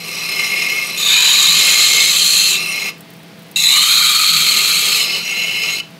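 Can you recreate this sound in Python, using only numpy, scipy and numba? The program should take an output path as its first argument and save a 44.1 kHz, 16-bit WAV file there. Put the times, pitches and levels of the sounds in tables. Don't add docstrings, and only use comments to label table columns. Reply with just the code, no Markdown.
import sys
import numpy as np
from scipy import signal
from scipy.fft import rfft, irfft, next_fast_len
from scipy.io import wavfile
from scipy.ndimage import uniform_filter1d, minimum_filter1d
from numba import njit

SR = 44100
rng = np.random.default_rng(int(sys.argv[2]) if len(sys.argv) > 2 else 0)


def dump_mix(stems):
    frames = np.atleast_2d(stems).T
    limited = np.clip(frames, -1, 1)
    pcm = np.round(limited * 32767).astype(np.int16)
    wavfile.write(sys.argv[1], SR, pcm)


N = 264144
TIME = np.arange(N) / SR

# (pitch [Hz], width before scaling [Hz], level in first pass [dB],
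# level in second pass [dB], level change with contact place [dB per unit])
PANE_MODES = [(377, 33, -21, -24, -6), (1177, 98, -16, -21.5, -3), (1379, 50, -24, -19, 0),
              (2155, 101, -3.5, -4, 5.5), (2460, 88, -8.5, -11.5, -0.5), (2634, 180, -7.5, -6.5, 0),
              (2710, 240, -18, -6, 4), (2975, 90, -12.5, -3.5, 1.5), (4082, 204, -8.5, -8.5, -1.5),
              (4260, 830, -28, -20, -8), (5125, 250, -11.5, -14.5, 0.5), (5726, 240, -16, -21.5, -1.5),
              (6650, 160, -17.5, -12, 1.5), (7870, 170, -22, -21.5, -1), (9180, 180, -15, -21, -1.5),
              (10940, 200, -29.5, -33, 1), (11620, 260, -19, -23, -0.5), (12700, 170, -33, -27, 0),
              (13650, 310, -23.5, -27, -2), (15600, 250, -40, -34, 2)]
# (frequency [Hz], level [dB])
PANE_SCRAPE = [(30, -75), (120, -45), (250, -33.5), (420, -23.5), (650, -27), (1000, -28), (1600, -31),
               (2200, -17), (3600, -23.5), (6000, -29), (8400, -31.5), (10000, -38.5), (12000, -34),
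               (16000, -44)]
# (time [s], level before a boost [dB])
PANE_KNOCKS = [(0.393, 4), (0.5315, 2), (0.618, 5), (5.387, -1), (5.4176, 3), (5.635, 8), (5.684, 2)]
SECOND_PASS_S = 3.3
PANE_CATCHES_PER_S, PANE_CATCH_DB, PANE_CATCH_SPREAD_DB = 22, -6.5, 5.5


def pane():
    push, bright, place = pane_motion()
    press = push * flutter(depth_db=1.3, rate=300)
    bounce = flutter(depth_db=1.8, rate=120)
    jolts = bursts(PANE_KNOCKS, decay_s=0.004)
    catches = scattered(PANE_CATCHES_PER_S, PANE_CATCH_DB, PANE_CATCH_SPREAD_DB)
    knocks = from_db(5.0) * (jolts + push * bursts(catches, decay_s=0.0018))
    out = colour(grit(coarse=0.51) * press * np.sqrt(bounce), PANE_SCRAPE)
    for hz, width, first_db, second_db, place_db in PANE_MODES:
        octaves = np.log2(hz / 4000)
        reach = 1 / np.sqrt(1 + (hz / 4500) ** 2)
        steady_force = press * bounce ** reach * from_db(bright * octaves)
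        force = steady_force + knocks * reach ** 2
        pass_db = np.where(TIME < SECOND_PASS_S, first_db, second_db)
        mode_db = pass_db + place_db * place
        force = force * flutter(depth_db=1.78, rate=10.7)
        wander = 0.07 * width * drift(4)
        drive = grit(coarse=0.75) * force * from_db(mode_db)
        out += resonance(drive, hz + wander, 0.7 * width)
    return out


# (start [s], end [s], time to lower it [s], level [dB],
# brightness before dulling [dB per octave])
PANE_PASSES = [(-.12, 2.912, 0.27, -1.5, 0.24), (4.15, 5.81, 0.36, -2, 1)]
# (middle [s], length [s], extra push [dB],
# travel of the contact along the edge [place units])
PANE_STROKES = [(0.575, 0.57, 3.5, 1.3), (0.94, .14, -1, -0.25), (1.348, 0.62, 1.5, 0.046),
                (1.71, 0.3, 5, 1.14), (2, .24, 5, 1.25), (2.406, 0.52, -1, -0.68), (2.796, 0.2, 2, 0.84),
                (4.52, 0.38, 1, 0.27), (5.052, 0.46, 3, -0.33), (5.236, 0.084, -4, 0.24),
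                (5.437, 0.38, 2, 1.1), (5.698, 0.15, 3, 0.68)]
REST_PLACE = -0.61
STROKE_ROUNDNESS = 0.29
PANE_RELEASE_S = 0.015
PANE_DULLING = 0.058


def pane_motion():
    push_db, place = 0, REST_PLACE
    for s, length, db, travel in PANE_STROKES:
        stroke = swell(s, length) ** STROKE_ROUNDNESS
        push_db = push_db + db * stroke
        place = place + travel * stroke
    force, bright = 0, 0
    for start, end, lower_s, level_db, tilt in PANE_PASSES:
        touch = contact(start, end, lower_s, PANE_RELEASE_S)
        total_db = level_db + push_db
        force = force + touch * from_db(total_db)
        bright = bright + (touch > 0) * (tilt - PANE_DULLING * total_db)
    return force, bright, place


# (pitch lying flat [Hz], width before scaling [Hz], level [dB],
# share of the pitch lost when lifted [0..1, negative = gained], level gained when lifted [dB])
FIRST_GRIP_MODES = [(1310, 216, -21.5, 0.26, 1), (1750, 460, -27, 0.018, 13.5),
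                    (2510, 224, -11, 0.014, 7.5), (3204, 290, -5.5, 0.065, -2), (4030, 394, -1, 0.051, 2),
                    (4265, 206, 6, 0.041, -30), (4620, 430, -17, 0.035, 11), (6270, 230, -3.5, 0.043, -12),
                    (6875, 270, -5.5, 0.0028, 5), (7590, 690, -7.5, 0.108, -2.5),
                    (8390, 180, -10, 0.056, 2.5), (10870, 450, -9, 0.063, -17),
                    (11300, 600, -15.5, 0.0023, -7.5), (12830, 1100, -23.5, 0.107, 6.5),
                    (14900, 390, -22, 0.037, 4)]
SECOND_GRIP_MODES = [(1237, 83, -6.5, 0.052, -5.5), (1360, 215, -11.5, 0.37, -5.5),
                     (2395, 304, -5.5, 0.1, 0.5), (3247, 220, -4, 0.174, 2), (3934, 293, -1.5, 0.087, 0.5),
                     (4283, 248, 0.5, 0.081, 7), (5570, 990, -41.5, 0.077, 25), (6340, 340, -14, 0.11, -9),
                     (6780, 470, -16, 0.052, 3), (7170, 470, -13, 0.033, 7.5),
                     (8100, 326, -12.5, 0.0018, 5), (10630, 650, -20.5, -0.033, 4.5),
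                     (11430, 460, -20, 0.19, -8), (12790, 270, -16.5, 0.0017, 3.5),
                     (13500, 450, -30, -.015, 2), (15200, 300, -24, 0, -3)]
# (frequency [Hz], level [dB])
BLOCK_RASP = [(30, -80), (200, -71), (600, -44), (1000, -40), (1600, -26.5), (2200, -18), (3500, -18.5),
              (4700, -15.5), (5500, -22), (7500, -16.5), (9500, -23.5), (12000, -19.5), (16000, -32)]


def block(one_pass, modes):
    push, bright, lift = block_motion(*one_pass)
    press = push * flutter(depth_db=0.46, rate=78) * block_catches()
    out = colour(grit(coarse=0.86) * press * from_db(-5 * lift), BLOCK_RASP)
    damping = 1 - 0.14 * np.clip(lift, 0, 1) ** 2
    for hz, width, mode_db, sag, lift_db in modes:
        octaves = np.log2(hz / 4000)
        level_db = mode_db + lift_db * lift + bright * octaves
        force = press * from_db(level_db) / np.sqrt(damping)
        force = force * flutter(depth_db=1.06, rate=5.3)
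        wander = 0.19 * width * drift(26)
        pitch = hz * (1 - sag * lift) + wander
        out += resonance(grit(coarse=0.82) * force, pitch, 0.82 * width * damping)
    return out


# (start [s], end [s], first touch [dB], full push [dB], seating time [s],
# brightness before dulling [dB per octave])
BLOCK_PASSES = [(0.974, 2.597, -9, 5.5, 0.5, -0.2), (3.5587, 5.071, -6, 4, 0.11, 2)]
PUSH_S, EASE_DB_PER_S = 0.2, 4.5
CORNER_S = 0.13
TIP_S, TIP_LIFT = 0.13, 0.88
BLOCK_ATTACK_S, BLOCK_RELEASE_S = 0.00093, 0.062
LANDING_DB, LANDING_S = 4.5, 0.004
BLOCK_DULLING = 0.47


def block_motion(start, end, touch_db, full_db, seat_s, tilt):
    age = np.clip(TIME - start, 0, end - start)
    lean_db = (full_db - touch_db) * np.minimum(age / PUSH_S, 1)
    ease_db = EASE_DB_PER_S * np.maximum(age - PUSH_S, 0)
    push_db = touch_db + lean_db - ease_db
    seating = np.exp(-np.maximum(age - CORNER_S, 0) / seat_s)
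    tipping = TIP_LIFT * np.clip(1 - (end - TIME) / TIP_S, 0, 1)
    bump_db = LANDING_DB * np.exp(-age / LANDING_S)
    touch = contact(start, end, BLOCK_ATTACK_S, BLOCK_RELEASE_S)
    force = touch * from_db(push_db + bump_db)
    return force, tilt - BLOCK_DULLING * push_db, seating + tipping


BLOCK_CATCHES_PER_S, BLOCK_CATCH_DB, BLOCK_CATCH_SPREAD_DB = 110, -4.5, 0.5


def block_catches():
    catches = scattered(BLOCK_CATCHES_PER_S, BLOCK_CATCH_DB, BLOCK_CATCH_SPREAD_DB)
    gain = 1.5 + bursts(catches, decay_s=0.0031)
    return gain / np.sqrt(np.mean(gain ** 2))


# (middle [s], length [s], pitch [Hz],
# drive level [dB])
SQUEALS = [(1.09, 0.26, 3644, 6.5), (1.185, 0.16, 2460, 8), (1.98, 0.16, 5000, -3),
           (2.535, 0.54, 2680, 0.5), (3.56, 0.13, 2705, 3.5), (5.04, 0.44, 5110, -3.5),
           (5.268, 0.11, 5780, -9)]


def squeals():
    passes = PANE_PASSES + BLOCK_PASSES
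    touching = sum((TIME > start) & (TIME < end) for start, end, *_ in passes) > 0
    out = 0
    for s, length, hz, db in SQUEALS:
        drive = grit(coarse=0.25) * swell(s, length) * touching * from_db(db)
        out = out + resonance(drive, hz, width=90)
    return out


# (time [s], level before a cut [dB])
SPITS = [(3.0074, -23), (3.1349, -29), (3.2312, -32), (3.3918, -31), (3.4218, -33)]
SPITS_PER_S, SPIT_DB, SPIT_SPREAD_DB = 12, -39, 5


def water():
    drops = np.vstack([SPITS, scattered(SPITS_PER_S, SPIT_DB, SPIT_SPREAD_DB)])
    spray = bursts(drops, decay_s=0.0051) * rng.standard_normal(N)
    highpass = signal.butter(2, min(9000, SR / 3), "high", fs=SR, output="sos")
    return from_db(-8) * signal.sosfilt(highpass, spray)


# (pitch [Hz], level [dB rms])
HUM = [(166.0, -45.5), (297.0, -56), (497.0, -58), (662.1, -53.5), (829.0, -61)]
# (frequency [Hz], level [dB])
MACHINE = [(30, -52), (55, -49), (90, -38), (125, -26), (160, -24.5), (210, -19), (260, -31.5), (380, -28),
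           (560, -34), (1400, -38), (2300, -36), (4300, -39.5), (7000, -50), (16000, -54)]
# (middle [s], length [s], level [dB])
SHUDDERS = [(1.553, 0.17, -37), (4.37, 0.15, -38)]
RUMBLE_DB = -50.5


def machine():
    turns = np.cumsum(1 + 0.002 * drift(4)) / SR
    hum = 0
    for hz, db in HUM:
        waver = flutter(depth_db=1.2, rate=8)
        tone = np.sqrt(2) * np.sin(2 * np.pi * (hz * turns + rng.random()))
        hum = hum + from_db(db) * waver * tone
    shudder = resonance(rng.standard_normal(N), hz=171, width=46)
    swells = sum(from_db(db) * swell(s, length) for s, length, db in SHUDDERS)
    shudder = shudder / shudder.std() * (from_db(RUMBLE_DB) + swells)
    return hum + shudder + colour(rng.standard_normal(N), MACHINE)


def workshop(x, t60, wall_hz):
    t = np.arange(SR // 2) / SR
    echoes = rng.standard_normal(len(t)) * from_db(-60 * t / t60) * (t > 0.003)
    lowpass = signal.butter(1, min(wall_hz, SR / 3), fs=SR, output="sos")
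    echoes = signal.sosfilt(lowpass, echoes)
    return signal.fftconvolve(x, echoes / np.linalg.norm(echoes))[:N]


def from_db(db):
    return 10 ** (np.asarray(db) / 20)


def grit(coarse):
    size = np.minimum(rng.standard_normal(N), 2.6)
    force = rng.standard_normal(N) * np.exp(coarse * size)
    return force / force.std()


@njit
def two_poles(x, turn, loss):
    out, a, b, pole, r = np.zeros(len(x)), 0j, 0j, 0j, 0.
    for i in range(len(x)):
        if i % 32 == 0:
            r = np.exp(-loss[i])
            pole = r * np.exp(1j * turn[i])
        a = pole * a + (1 - r) * x[i]
        b = pole * b + (1 - r) * a
        out[i] = 2 * b.real
    return out


def resonance(x, hz, width):
    step = np.full(N, np.pi / SR)
    loss = np.abs(width) * step / np.sqrt(np.sqrt(2) - 1)
    return two_poles(x, 2 * hz * step, loss)


def colour(x, spectrum):
    hz, db = np.transpose(spectrum)
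    size = next_fast_len(N)
    bins = np.maximum(np.fft.rfftfreq(size, 1 / SR), 1)
    gain = from_db(np.interp(np.log(bins), np.log(hz), db))
    return irfft(rfft(x, size) * gain, size)[:N]


def drift(rate):
    hop = 16
    size = next_fast_len(N // hop + 2)
    hz = np.fft.rfftfreq(size, hop / SR)
    slow = irfft(rfft(rng.standard_normal(size)) / (1 + (hz / rate) ** 2), size)
    return np.interp(np.arange(N) / hop, np.arange(size), slow / slow.std())


def flutter(depth_db, rate):
    gain = from_db(depth_db * drift(rate))
    return gain / np.sqrt(np.mean(gain ** 2))


def scattered(per_s, level_db, spread_db):
    born = rng.random(N - 1) < per_s / SR
    db = level_db + spread_db * rng.standard_normal(N - 1)
    return np.column_stack([TIME[:-1][born], db[born]])


def bursts(events, decay_s):
    s, db = np.transpose(events)
    kicks = np.zeros(N)
    kicks[np.round(s * SR).astype(int)] = from_db(db)
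    return signal.lfilter([1], [1, -np.exp(-1 / (decay_s * SR))], kicks + 1e-18)


def contact(start, end, attack_s, release_s):
    return np.clip(np.minimum((TIME - start) / attack_s, (end - TIME) / release_s), 0, 1)


def swell(middle, length):
    return np.cos(np.pi * np.clip((TIME - middle) / length, -0.5, 0.5))


def limiter(x, ceiling_db, release_db_per_s):
    over_db = np.maximum(20 * np.log10(np.abs(x).max(axis=0) + 1e-9) - ceiling_db, 0)
    ramp = release_db_per_s * TIME
    duck_db = np.maximum.accumulate(over_db + ramp) - ramp
    early_db = minimum_filter1d(-duck_db, size=45)
    return x * from_db(uniform_filter1d(early_db, size=45))


# (frequency [Hz], side level [dB])
GLASS_SIDE = [(950, -60), (1250, -76), (1750, -13), (2400, -19.5), (4100, -32), (6000, -67), (8000, -51),
              (9700, -8), (11500, -48), (14000, -55)]


def scene():
    first_block = block(BLOCK_PASSES[0], FIRST_GRIP_MODES)
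    second_block = block(BLOCK_PASSES[1], SECOND_GRIP_MODES)
    glass = pane() + first_block + second_block + squeals()
    glass = glass + from_db(-14) * workshop(glass, t60=0.28, wall_hz=7200)
    side = colour(np.roll(glass, 3), GLASS_SIDE)
    return glass + side * [[1], [-1]] + machine() + water()


def record(dry):
    thin = signal.sosfilt(signal.butter(2, 85, "high", fs=SR, output="sos"), dry)
    held = limiter(thin, ceiling_db=-0.66, release_db_per_s=252)
    lowpass = signal.firwin(601, 15750, window=("kaiser", 9), fs=SR)
    return signal.fftconvolve(held, lowpass[None], mode="same", axes=1)


dry = scene()
out = record(dry)
dump_mix(out)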